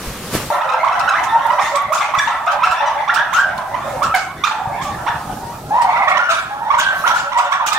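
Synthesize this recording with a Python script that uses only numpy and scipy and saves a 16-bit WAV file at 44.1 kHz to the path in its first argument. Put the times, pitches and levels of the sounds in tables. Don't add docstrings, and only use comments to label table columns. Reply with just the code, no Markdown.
import sys
import numpy as np
from scipy import signal
from scipy.fft import rfft, irfft, next_fast_len
from scipy.io import wavfile
from scipy.ndimage import uniform_filter1d

SR = 44100
rng = np.random.default_rng(int(sys.argv[2]) if len(sys.argv) > 2 else 0)


def makeup_ratio(level_db):
    decades = np.asarray(level_db, float) / 20
    return 10 ** decades


def log_audio(samples):
    frames = np.atleast_2d(samples).T
    limited = np.clip(frames, -1, 1)
    pcm = np.round(limited * 32767).astype(np.int16)
    wavfile.write(sys.argv[1], SR, pcm)


N = 343098
CUT_S = 0.5
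EDGE_HZ = 15850


# centre in Hz, width in Hz, lift or dip in dB.
THROAT = [(3557, 390, 12.5), (4430, 2060, -9), (5740, 560, 14.5), (8300, 240, -1)]


def call(start_hz, end_hz, length, dull_db, flick, rough, mouth=()):
    t = np.arange(0, length, 1 / SR)
    closing = flick * np.exp(-max(dull_db, 0) / 9) * np.exp((t - length) / 0.003)
    hz = start_hz * (end_hz / start_hz) ** (t / length) * (1 + closing)
    breath = rng.standard_normal((2, max(2800, len(t))))
    slow_breath = uniform_filter1d(uniform_filter1d(breath, size=40), size=30)
    wobble, rasp = 1.2 * slow_breath[:, :len(t)]
    turns = np.cumsum(hz * (1 + rough * wobble)) / SR

    k = np.arange(1, 11)[:, None]
    resonances = THROAT + list(mouth)
    lift_db = sum(db / (1 + (2 * (k * hz - f) / width) ** 2) for f, width, db in resonances)
    level = makeup_ratio(-dull_db * np.log2(k) - 3.58 * (k - 1.5) + lift_db) * (k * hz < EDGE_HZ)
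    level *= np.minimum(t / (0.0025 + 0.0002 * k ** 2), 1) ** 1.5
    level *= 1 + 13 * rough * np.sqrt(k - 0.9) * rasp
    voice = (level * np.sin(2 * np.pi * k * turns)).sum(0)
    snap = 0.08 * closing * breath[1, :len(t)]
    return (voice + snap) * np.minimum((length - t) / 0.00044, 1)


def add(mix, s, sound, pan_db):
    part = mix[:, round(s * SR):][:, :len(sound)]
    part += makeup_ratio(np.array([[0.5], [-0.5]]) * pan_db) * sound[:part.shape[1]]


# start in seconds, peak in dB,
# start pitch in Hz, end pitch in Hz, dullness in dB per octave.
GLIDES = [(0.61, -18, 791, 987, 7.5), (0.832, -13.5, 858, 1260, 17), (4.47, -18.5, 1420, 1300, 11),
          (.555, -24.5, 1106, 1470, 14), (1.149, -19, 1498, 1896, 19), (1.078, -13, 1340, 1584, 12),
          (3.183, -17, 1358, 1753, 13.5), (1.108, -19, 1330, 1300, 18), (2.468, -19, 1183, 1425, 12),
          (2.622, -17, 978, 1170, 9), (7.385, -15.5, 1007, 1350, 7.5), (7.653, -24, 1244, 1530, 17),
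          (7.527, -21.5, 1526, 1930, 14), (1.588, -19.5, 757, 793, 3.5), (1.136, -15, 1118, 1300, 12),
          (1.454, -15, 978, 847, 13), (1.585, -15, 886, 1288, 11), (1.921, -14.5, 1005, 1440, 14),
          (2.138, -13.5, 960, 1376, 11.5), (2.531, -20.5, 952, 686, 8), (3.078, -18.5, 1069, 1210, 8),
          (3.094, -17.5, 1500, 2064, 18), (3.159, -15.5, 1156, 1710, 8.5), (3.328, -18.5, 920, 1404, 7.5),
          (3.967, -26, 825, 1000, 24), (4.02, -14.5, 1027, 1370, 16), (4.141, -17, 792, 701, 2.5),
          (4.438, -13, 1108, 1310, 4), (5.063, -20.5, 802, 1784, 9.5), (6.076, -13.5, 1030, 1300, 10),
          (6.737, -13, 878, 1100, 8.5), (7.04, -13.5, 1144, 1525, 28.5), (7.063, -15.5, 867, 1140, 4.5),
          (7.103, -22.5, 738, 953, 0.5), (7.319, -21.5, 915, 1170, 5.5)]
# start in seconds, peak in dB, start pitch in Hz,
# dullness in dB per octave.
PUTTS_RIGHT = [(0.691, -22, 1206, 5), (0.876, -20.5, 990, 6), (1.502, -12.5, 950, 9.5),
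               (1.75, -18, 1066, 9), (2.59, -21, 946, 13), (3.743, -18, 948, 9.5), (4.511, -20.5, 837, 10),
               (4.814, -24.5, 1043, 6), (5.811, -11.5, 902, 13), (5.966, -19, 1300, 11),
               (6.17, -16, 952, 2.5), (6.194, -14, 1356, 16), (6.704, -11, 1077, 12),
               (6.787, -16, 1452, 16), (7.52, -16, 1075, 6.5), (7.6, -18.5, 988, 27), (7.721, -16, 1188, 6)]
# start in seconds, peak in dB, start pitch in Hz, dullness in dB per octave.
PUTTS_LEFT = [(0.503, -16.5, 883, 20), (0.55, -18.5, 996, 20), (0.973, -21, 970, 9.8),
              (1.003, -17, 1270, 8.8), (0.922, -20.5, 1248, 7.4), (1.19, -19, 940, 5.8),
              (2.826, -25, 950, 7.3), (2.007, -17, 1112, 11), (2.018, -21, 805, 1.9),
              (2.199, -19, 1668, 25), (2.274, -15, 893, 5.5), (2.47, -20, 672, 3.5),
              (2.48, -15.5, 1218, 10.5), (2.805, -15.5, 859, 7.7), (2.875, -14.5, 894, 11),
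              (2.967, -22, 843, 19), (4.656, -21.5, 880, 23), (5.08, -17, 872, 7.3),
              (5.296, -24.5, 765, 33), (1.979, -19, 1160, 7.1), (2.298, -23, 982, 8.4),
              (7.2, -25.5, 1416, 6.1)]
PAN_DB = {"glides": -7.5, "putts right": -9.5, "putts left": 6.5, "yelps right": -3.5, "yelps left": 8,
          "gobbles": -5}


def putts():
    rise, fade_db = 1.064, 1
    out = np.zeros((2, N))
    rows = [(*row, PAN_DB["glides"]) for row in GLIDES]
    for table, place in (PUTTS_RIGHT, "putts right"), (PUTTS_LEFT, "putts left"):
        rows += [(s, db, hz, rise * hz, dull_db, PAN_DB[place]) for s, db, hz, dull_db in table]
    for s, db, start_hz, end_hz, dull_db, pan_db in rows:
        glide = abs(np.log(end_hz / start_hz))
        putt = call(start_hz, end_hz, 0.015 + 0.024 * glide, dull_db, flick=0.25, rough=0.1 + 0.2 * glide)
        level = makeup_ratio(db - 1.0 - np.linspace(0, fade_db, len(putt)))
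        add(out, s - 0.003, level * putt * signal.windows.tukey(len(putt), 0.3), pan_db)
    return out


# start in seconds, peak in dB, pitch in Hz, length in seconds,
# dullness in dB per octave.
YELPS_RIGHT = [(0.505, -17, 600, 0.038, 15), (1.758, -11, 1153, 0.036, 23), (2.318, -15, 1353, 0.024, 11),
               (2.636, -5, 1339, 0.025, 5.5), (2.708, -13, 1334, 0.035, 4.5),
               (3.581, -16.5, 1024, 0.027, 35), (3.845, -18.5, 563, 0.037, 21), (4.57, -19, 859, 0.034, 23),
               (5.731, -31, 964, 0.051, 10), (5.887, -12, 879, 0.032, 18), (5.934, -11.5, 957, 0.037, 27),
               (6.009, -14.5, 1023, 0.027, 28), (6.311, -14, 1250, 0.022, -1),
               (6.383, -16, 1462, 0.024, 12), (6.948, -27, 1523, 0.02, 20), (6.612, -16.5, 921, 0.041, 14),
               (6.66, -15, 860, 0.036, 18), (7.1, -10.5, 1353, 0.036, 20), (6.866, -20, 1556, 0.035, 17),
               (7.356, -7.5, 972, 0.04, 8), (7.68, -13, 1223, 0.022, 2)]
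# start in seconds, peak in dB, pitch in Hz, length in seconds,
# dullness in dB per octave.
YELPS_LEFT = [(0.71, -24, 526, 0.11, 20), (0.716, -21, 1300, 0.04, 2.5), (1.323, -15, 929, 0.061, 20),
              (1.64, -22, 904, 0.059, -0.5), (2.088, -23, 626, 0.021, -3.5), (3, -14.5, 870, 0.023, 20),
              (3.2, -17, 1650, 0.028, 16), (3.345, -10, 1324, 0.023, 19), (3.36, -10, 1427, 0.031, 8.5),
              (4.73, -15.5, 790, 0.01, 24), (5.368, -25, 800, 0.019, 24), (5.446, -28.5, 937, 0.081, 6),
              (6.223, -18.5, 1458, 0.077, 10), (6.287, -9, 1416, 0.03, 11), (3.93, -21, 534, 0.059, 20),
              (0.65, -22, 539, 0.042, 20), (7.161, -10, 1437, 0.02, 25), (7.449, -24, 907, 0.047, 1)]


def yelps():
    out = np.zeros((2, N))
    for rows, place in (YELPS_RIGHT, "yelps right"), (YELPS_LEFT, "yelps left"):
        for s, db, hz, length, dull_db in rows:
            rough = 0.11 + 0.1 * (hz > 1200)
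            yelp = call(0.96 * hz, 1.03 * hz, length, dull_db + 3, flick=0.1, rough=rough)
            add(out, s - 0.005, makeup_ratio(db - 6.5) * yelp * signal.windows.tukey(len(yelp), 0.6), PAN_DB[place])
    return out


# start in seconds, peak in dB, start pitch in Hz, end pitch in Hz,
# length in seconds.
PEEPS = [
    (1.088, -25, 1320, 1300, .014),
    (2.186, -28, 1175, 1165, .011),
    (2.853, -29, 1025, 955, .036),
    (5.705, -17, 800, 1040, .085),
    (6.505, -27, 810, 830, .035),
    (6.56, -31, 830, 850, .04),
    (6.812, -30, 1520, 1545, .045),
    (6.885, -19, 1540, 1550, .04),
    (6.797, -21, 1600, 3600, .018),
]


def peeps():
    out = np.zeros((2, N))
    for s, db, start_hz, end_hz, length in PEEPS:
        dull_db = 16 * (end_hz > start_hz)
        add(out, s, makeup_ratio(db) * call(start_hz, end_hz, length, dull_db, flick=0, rough=0.04), 0)
    return out


# start in seconds, peak in dB, pitch in Hz,
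# length in seconds, lifted overtone number.
GOBBLE = [(4.944, -47, 878, 0.013, 2.05), (5.909, -43, 940, 0.012, 2.05), (2.628, -50, 893, 0.036, 3.1),
          (4.142, -44, 746, 0.015, 3), (5.906, -37, 630, 0.011, 3.9), (5.96, -31.5, 658, 0.018, 3),
          (6.02, -28, 689, 0.017, 3), (6.072, -27, 623, 0.021, 3.2), (6.114, -28, 715, 0.018, 3),
          (6.147, -29, 604, 0.022, 3), (6.303, -35, 657.4, 0.038, 2.05)]


def gobbles():
    out = np.zeros((2, N))
    for s, db, hz, length, overtone in GOBBLE:
        mouth = [(overtone * hz, 700, 24)]
        pulse = call(0.97 * hz, 1.04 * hz, length, 4, flick=0, rough=0.09, mouth=mouth)
        add(out, s - 0.003, makeup_ratio(db) * pulse * signal.windows.tukey(len(pulse), 0.4), PAN_DB["gobbles"])
    return out


# start in seconds, peak in dB, start pitch in Hz,
# end pitch in Hz, length in seconds.
NOTES = [(1.31, -6.5, 900, 930, 0.069), (3.088, -4.5, 1300, 1480, 0.021), (3.12, -19, 1440, 1460, 0.028),
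         (3.206, -13, 1600, 1740, 0.022), (3.38, -7, 1500, 1650, 0.032), (3.42, -14, 1700, 1440, 0.047),
         (3.47, -20, 1430, 1520, 0.052), (4.036, -7.5, 1370, 1320, .018), (4.056, -11, 1320, 1430, 0.0098),
         (4.077, -19, 1310, 1270, 0.01), (4.108, -13, 1220, 1370, 0.03), (4.139, -6.5, 2350, 2080, 0.019),
         (4.14, -11.5, 1800, 1390, 0.027), (4.165, -16, 1500, 1480, 0.044), (4.142, -18.5, 782, 726, 0.025),
         (3.4, -6.5, 1540, 1580, 0.011), (0.74, -6, 860, 960, 0.012), (1.005, -16, 1300, 1330, 0.021),
         (6.03, -15, 904, 930, 0.016), (5.365, -17, 780, 850, 0.017), (2.194, -4.5, 1640, 1780, 0.012),
         (1.2, -18.5, 720, 760, 0.052), (1.25, -14.5, 1100, 1000, 0.048), (6.1, -16.5, 720, 790, 0.058),
         (6.28, -16, 640, 690, 0.059), (6.36, -20.5, 2300, 2280, 0.036), (1.6, -16.5, 1860, 1840, 0.052),
         (1.675, -17, 1850, 1860, 0.03), (4.772, -17.5, 800, 1070, 0.023), (4.845, -20.5, 790, 770, 0.033),
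         (4.88, -18, 820, 820, 0.027), (4.835, -20.5, 1250, 1060, 0.051), (5.095, -20, 1800, 1680, 0.033),
         (5.835, -10, 840, 710, 0.036), (5.99, -12.5, 790, 800, 0.031), (0.725, -17, 1360, 1327, 0.045),
         (1.69, -24, 610, 660, 0.044), (6.815, -14, 1640, 1500, 0.033), (6.858, -8, 1550, 1600, 0.022)]
# start in seconds, peak in dB, start pitch in Hz, end pitch in Hz,
# length in seconds.
SHRIEKS = [
    (2.183, -10, 1170, 1165, 0.015),
    (1.086, -13, 1320, 1300, 0.015),
    (6.795, -15, 1620, 1660, .014),
    (6.296, -17, 1250, 1290, .02),
]


def notes():
    out = np.zeros((2, N))
    for rows, dull_db in (NOTES, 16.5), (SHRIEKS, 0):
        for s, db, start_hz, end_hz, length in rows:
            note = call(start_hz, end_hz, length, dull_db, flick=0, rough=0.05)
            add(out, s, makeup_ratio(db - 7.0) * note * np.hanning(len(note)) ** 0.51, -1)
    return out + makeup_ratio(-9) * barn(out, count=2)


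def curve(rows, axis):
    rows = np.array(rows)
    return np.interp(np.arange(N) / SR, rows[:, 0], rows[:, axis])


# time in seconds, high-voiced group in dB, low-voiced group in dB,
# shrill young group in dB.
FLOCK = [(0.5, -25.5, -27.5, -35), (0.7, -21.5, -25.5, -29), (1.33, -22, -30, -27.5),
         (1.86, -28, -23.5, -28.5), (2.26, -28, -38.5, -29.5), (2.62, -21, -28, -28),
         (3.7, -28.5, -30.5, -38), (3.99, -27.5, -25.5, -38), (4.41, -36.5, -62, -39.5),
         (4.66, -26, -32, -33), (5.59, -36, -44, -47), (5.75, -43, -29.5, -46), (5.89, -19, -24, -30),
         (6.04, -20, -24, -26.5), (6.24, -36, -42, -33), (6.54, -35, -55, -36.5), (6.89, -30.5, -31.5, -34),
         (7.78, -21.5, -33.5, -25.5)]


def far_birds(axis, low_hz, high_hz, count):
    out = np.zeros((2, N))
    first_s = CUT_S - 0.2
    for place, tone, glide, size, long in rng.random((count, 5)):
        hz = low_hz * (high_hz / low_hz) ** tone ** 1.5
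        end_hz = hz * (1 + 0.2896 * glide ** 2)
        voice = call(hz, end_hz, 0.0148 + 0.035 * long, 12, flick=0.3, rough=0.16)
        add(out, first_s + place * (N / SR - first_s), makeup_ratio(10 * size) * voice, 12 * glide - 8)
    out = barn(out, count=1) + 0.7 * out
    mean_db = 10 * np.log10(uniform_filter1d((out ** 2).mean(0), size=9000) + 1e-9)
    return out * makeup_ratio(curve(FLOCK, axis=axis) - 3.0 - mean_db)


def evened(x):
    return x / np.sqrt(np.mean(x ** 2) + 1e-20)


def read(points, hz):
    f, value = np.transpose(points)
    return np.interp(np.log(hz + 1), np.log(f + 1), value)


# frequency in Hz, left-right likeness from 0 to 1.
SAME = [(60, 0.996), (180, .985), (550, 0.93), (1650, 0.78), (4970, 0.05), (15000, 0.35)]
# frequency in Hz, time to fall 60 dB in seconds.
BARN = [(400, 0.44), (1000, 0.76), (2000, 0.62), (4000, 0.56), (8000, 0.21), (14000, 0.032)]


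def barn(x, count):
    out = np.zeros((2, N))
    turn = 2 * np.pi * np.arange(N) / SR / 0.23
    for k in range(count):
        taps = np.zeros((2, SR))
        at = np.arange(500, SR - 20, 20) + rng.integers(0, 20, (2, (SR - 501) // 20))
        np.put_along_axis(taps, at, rng.choice([-1., 1.], at.shape), 1)
        hz, lag, z = signal.stft(taps, SR, nperseg=256)
        same = np.clip(read(SAME, hz) - 0.1, 0, 1)[:, None]
        z[1] = same * z[0] + np.sqrt(1 - same ** 2) * z[1]
        z *= 1 + 0.71 * np.exp(-lag / 0.025)
        z *= makeup_ratio(5 * rng.standard_normal(len(lag)) * np.exp(-lag / 0.21))
        tail = signal.istft(z * makeup_ratio(-60 * lag / read(BARN, hz)[:, None]), SR, nperseg=256)[1]
        tail /= np.linalg.norm(tail[0])
        share = np.sqrt((1 + (count > 1) * np.cos(turn - 2 * np.pi * k / count)) / count)
        out += signal.fftconvolve((x.mean(0) * share)[None], tail, axes=1)[:, :N]
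    return out * makeup_ratio([[-1.1], [1.1]])


def noise(spectrum, patchy_db, count=N):
    frames, hz = count // 128 + 5, np.fft.rfftfreq(512, 1 / SR)
    a, b, c, d, patches = rng.standard_normal((frames, 257, 5)).T
    patches = evened(uniform_filter1d(uniform_filter1d(patches, size=10, axis=0), size=16, axis=1))
    same = np.clip(read(SAME, hz), -1, 1)[:, None]
    left = a + 1j * b
    right = same * left + np.sqrt(1 - same ** 2) * (c + 1j * d)
    z = np.array([left, right]) * makeup_ratio(patchy_db * patches)
    z = signal.istft(z, nperseg=512, noverlap=384)[1][:, :count]
    size = next_fast_len(count)
    colour = makeup_ratio(read(spectrum, np.fft.rfftfreq(size, 1 / SR)))
    z = irfft(rfft(z, size) * colour, size)[:, :count]
    return np.pad(evened(z), ((0, 0), (0, N - count)))


def thump(hz, cycles):
    u = np.arange(3000) / SR * hz
    return np.sin(2 * np.pi * u) * np.exp(-u / cycles)


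RUSTLE_PAN_DB = -3
# start in seconds, peak in dB, length in seconds.
RUSTLES = [(0.847, -27, 0.011), (0.996, -18, 0.014), (1.095, -33, 0.019), (1.236, -17, 0.022),
           (1.465, -29, .01), (2.463, -28, 0.013), (2.515, -21, 0.023), (2.644, -24, 0.048),
           (2.708, -25, 0.04), (6.089, -21, 0.027), (1.603, -18.5, 0.081), (1.757, -16.5, 0.016),
           (1.924, -16, 0.077), (2.173, -22.5, 0.1), (3.141, -14, 0.024), (3.33, -15.5, 0.055),
           (3.58, -24.5, 0.012), (3.873, -30, 0.072), (4.028, -15, 0.033), (4.145, -16.5, 0.053),
           (4.447, -21, .012), (4.458, -21, 0.056), (4.163, -28, 0.0066), (4.815, -21, 0.065),
           (5.817, -18, 0.023), (6.291, -17.5, 0.077), (6.782, -14, 0.047), (7.078, -13.5, 0.022),
           (7.139, -19.5, 0.075), (7.375, -17.5, 0.041), (7.513, -23.5, 0.042), (7.664, -9.5, 0.033),
           (7.73, -10.5, 0.017)]
# frequency in Hz, level in dB per Hz.
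FEATHER = [(1200, -10), (2500, 4), (4300, -1.5), (7200, -0.5), (11000, -15), (15700, -18)]
# start in seconds, peak in dB, pitch in Hz.
STEPS = [(2.177, -26, 136.4), (2.7, -34, 70), (6.74, -36, 80), (6.998, -29, 176), (3.58, -28, 191),
         (4.673, -20, 126), (4.987, -30, 107), (5.099, -26, 119), (5.296, -31, 128)]


def litter():
    puffs, feet = np.zeros((2, N)), np.zeros((2, N))
    for s, db, length in RUSTLES:
        u = np.arange(0, 6, 1 / (SR * max(length, 0.005)))
        add(puffs, s - 0.004, makeup_ratio(db - 9) * np.minimum(u * 2.5, 1) * np.exp(-u), RUSTLE_PAN_DB)
    for s, db, hz in STEPS:
        add(feet, s, makeup_ratio(db) * thump(hz, cycles=0.97), 0)
    return puffs * noise(FEATHER, patchy_db=3.2) + feet


# start in seconds, peak in dB.
TICKS = [(0.8337, -41), (0.9958, -37), (1.0936, -32), (1.4657, -28), (1.6006, -35), (1.7656, -30),
         (1.8194, -31), (1.9267, -21), (2.1477, -30), (2.1881, -28), (2.6386, -31), (2.7154, -34),
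         (3.1434, -31), (3.3345, -26), (3.3839, -35), (3.575, -33), (4.0274, -32), (4.1482, -17),
         (4.447, -32), (4.8406, -32), (6.3043, -33), (6.7941, -20), (7.078, -28), (7.522, -36),
         (7.6632, -22), (7.7305, -26)]


def ticks():
    out, t = np.zeros((2, N)), np.arange(1500) / SR
    for s, db in TICKS:
        add(out, s, makeup_ratio(db - 1.5) * np.minimum(t / 0.0006, 1) * np.exp(-t / 0.0043), RUSTLE_PAN_DB)
    bright = signal.butter(3, 10000, "high", fs=SR, output="sos")
    return signal.sosfilt(bright, out * rng.standard_normal((2, N)))


# start in seconds, peak in dB, length
# in seconds.
SHUFFLES = [
    (0.396, -34.5, 0.25),
    (3.54, -47, 0.1),
    (5.25, -46, 0.21),
    (6.876, -35.5, 0.32),
]
# frequency in Hz, level in dB per Hz.
SWISH = [(240, -24), (400, -6.5), (527, -9.5), (674, -6.5), (1320, -4), (1450, -7.5), (10800, -16.5),
         (15700, -21.5)]


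def shuffles():
    swells = np.zeros((2, N))
    for s, db, length in SHUFFLES:
        add(swells, s, makeup_ratio(db) * np.hanning(round(length * SR)), -2)
    return swells * noise(SWISH, patchy_db=4)


def excess_db(x, limit_db, recovery_db):
    power_db = 10 * np.log10(abs(uniform_filter1d((x ** 2).mean(0), size=300)) + 1e-12)
    fall = np.arange(N) * recovery_db / SR
    held_db = np.maximum.accumulate(power_db + fall) - fall
    return uniform_filter1d(np.maximum(held_db - limit_db, 0), size=200)


# time in seconds, lift in dB.
STIR = [(0.66, 6), (1.55, 11.5), (1.8, 3), (3.56, 5), (4.01, 10), (4.49, 4), (5.28, 11.5), (6.72, 2),
        (6.93, 5.5), (7.78, -2)]
# time in seconds, level in dB.
FAN = [(0.5, -50.5), (2.6, -46.5), (3.6, -44.5), (5.4, -43), (6.3, -47)]
# frequency in Hz, level in dB per Hz.
RUMBLE = [(15, -62), (25, -2), (60, 1.5), (143, 5), (546, -5.5), (824, 2.5), (950, -38), (3300, -90)]
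# frequency in Hz, level in dB per Hz.
HISS = [(900, -47), (1500, -7), (2500, -3.5), (6000, -2.5), (11000, -6.5), (15700, -10.5)]


def air(birds):
    stir_db = curve(STIR, axis=1)
    rumble = makeup_ratio(curve(FAN, axis=1) + 0.81 * stir_db) * noise(RUMBLE, patchy_db=2.5)
    hiss = makeup_ratio(-54.5 + stir_db + [[-1.5], [1.5]]) * noise(HISS, patchy_db=1.5)
    return (rumble + hiss) / makeup_ratio(0.45 * excess_db(birds, limit_db=-22, recovery_db=40.0))


# time in seconds, level in dB.
CLOTH = [(0, -35), (.06, -31.5), (.12, -34), (.2, -35), (.31, -32.5), (.352, -21), (.39, -28.5),
         (.51, -34.5)]
# frequency in Hz, level in dB per Hz.
RUB = [(12, -14), (20, -11), (192, -4), (270, -10), (528, -13), (600, -14), (780, -22), (1320, -120)]
# start in seconds, peak in dB, pitch in Hz.
JOLT = (0.073, -21, 47)
# peak in dB, pitch in Hz.
BUMP = (-0.24, 390)


def camera():
    rub = makeup_ratio(-1.5) * noise(RUB, patchy_db=0.0, count=SR)
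    swish = noise(SWISH, patchy_db=-1.1, count=SR)
    out = makeup_ratio(curve(CLOTH, axis=1)) * (rub + swish)
    jolt_s, jolt_db, jolt_hz = JOLT
    add(out, jolt_s, makeup_ratio(jolt_db) * thump(jolt_hz, cycles=1.0), 0)
    bump_db, bump_hz = BUMP
    add(out, 0.352, makeup_ratio(bump_db) * thump(bump_hz, cycles=0.29), 0)
    return out


def scene():
    near, feathers = putts() + yelps() + peeps() + gobbles(), litter()
    scatter = 1 + 0.65 * evened(uniform_filter1d(rng.standard_normal(N), size=70))
    birds = near + makeup_ratio(-7.5) * barn(near * scatter + 0.5 * feathers, count=3)
    birds += far_birds(axis=1, low_hz=714.2, high_hz=1349.7, count=260)
    birds += far_birds(axis=3, low_hz=1300, high_hz=2208, count=90)
    birds += far_birds(axis=2, low_hz=564.7, high_hz=759.3, count=150)
    birds += notes()
    birds = signal.sosfilt(signal.butter(6, 545, "high", fs=SR, output="sos"), birds)
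    birds[0] = np.where(np.arange(N) > 5.6 * SR, np.roll(birds[0], 6), birds[0])

    inside = birds + feathers + shuffles() + ticks() + air(birds)
    since = np.arange(N) / SR - CUT_S
    return np.clip(since / 0.0027, 0, 1) * inside + np.clip(1 - since / 0.021, 0, 1) * camera()


def top_cut(x):
    return signal.sosfilt(signal.butter(12, 15830, fs=SR, output="sos"), x)


def record(dry):
    ducked = makeup_ratio(3.5) * dry / makeup_ratio(0.26 * excess_db(dry, limit_db=-6.0, recovery_db=20.0))
    clipped = np.clip(ducked, -0.99, 0.99)
    edge = signal.firwin(511, EDGE_HZ, window=("kaiser", 9), fs=SR)
    return top_cut(signal.oaconvolve(clipped, edge[None], "same"))


dry = scene()
out = record(dry)
log_audio(out)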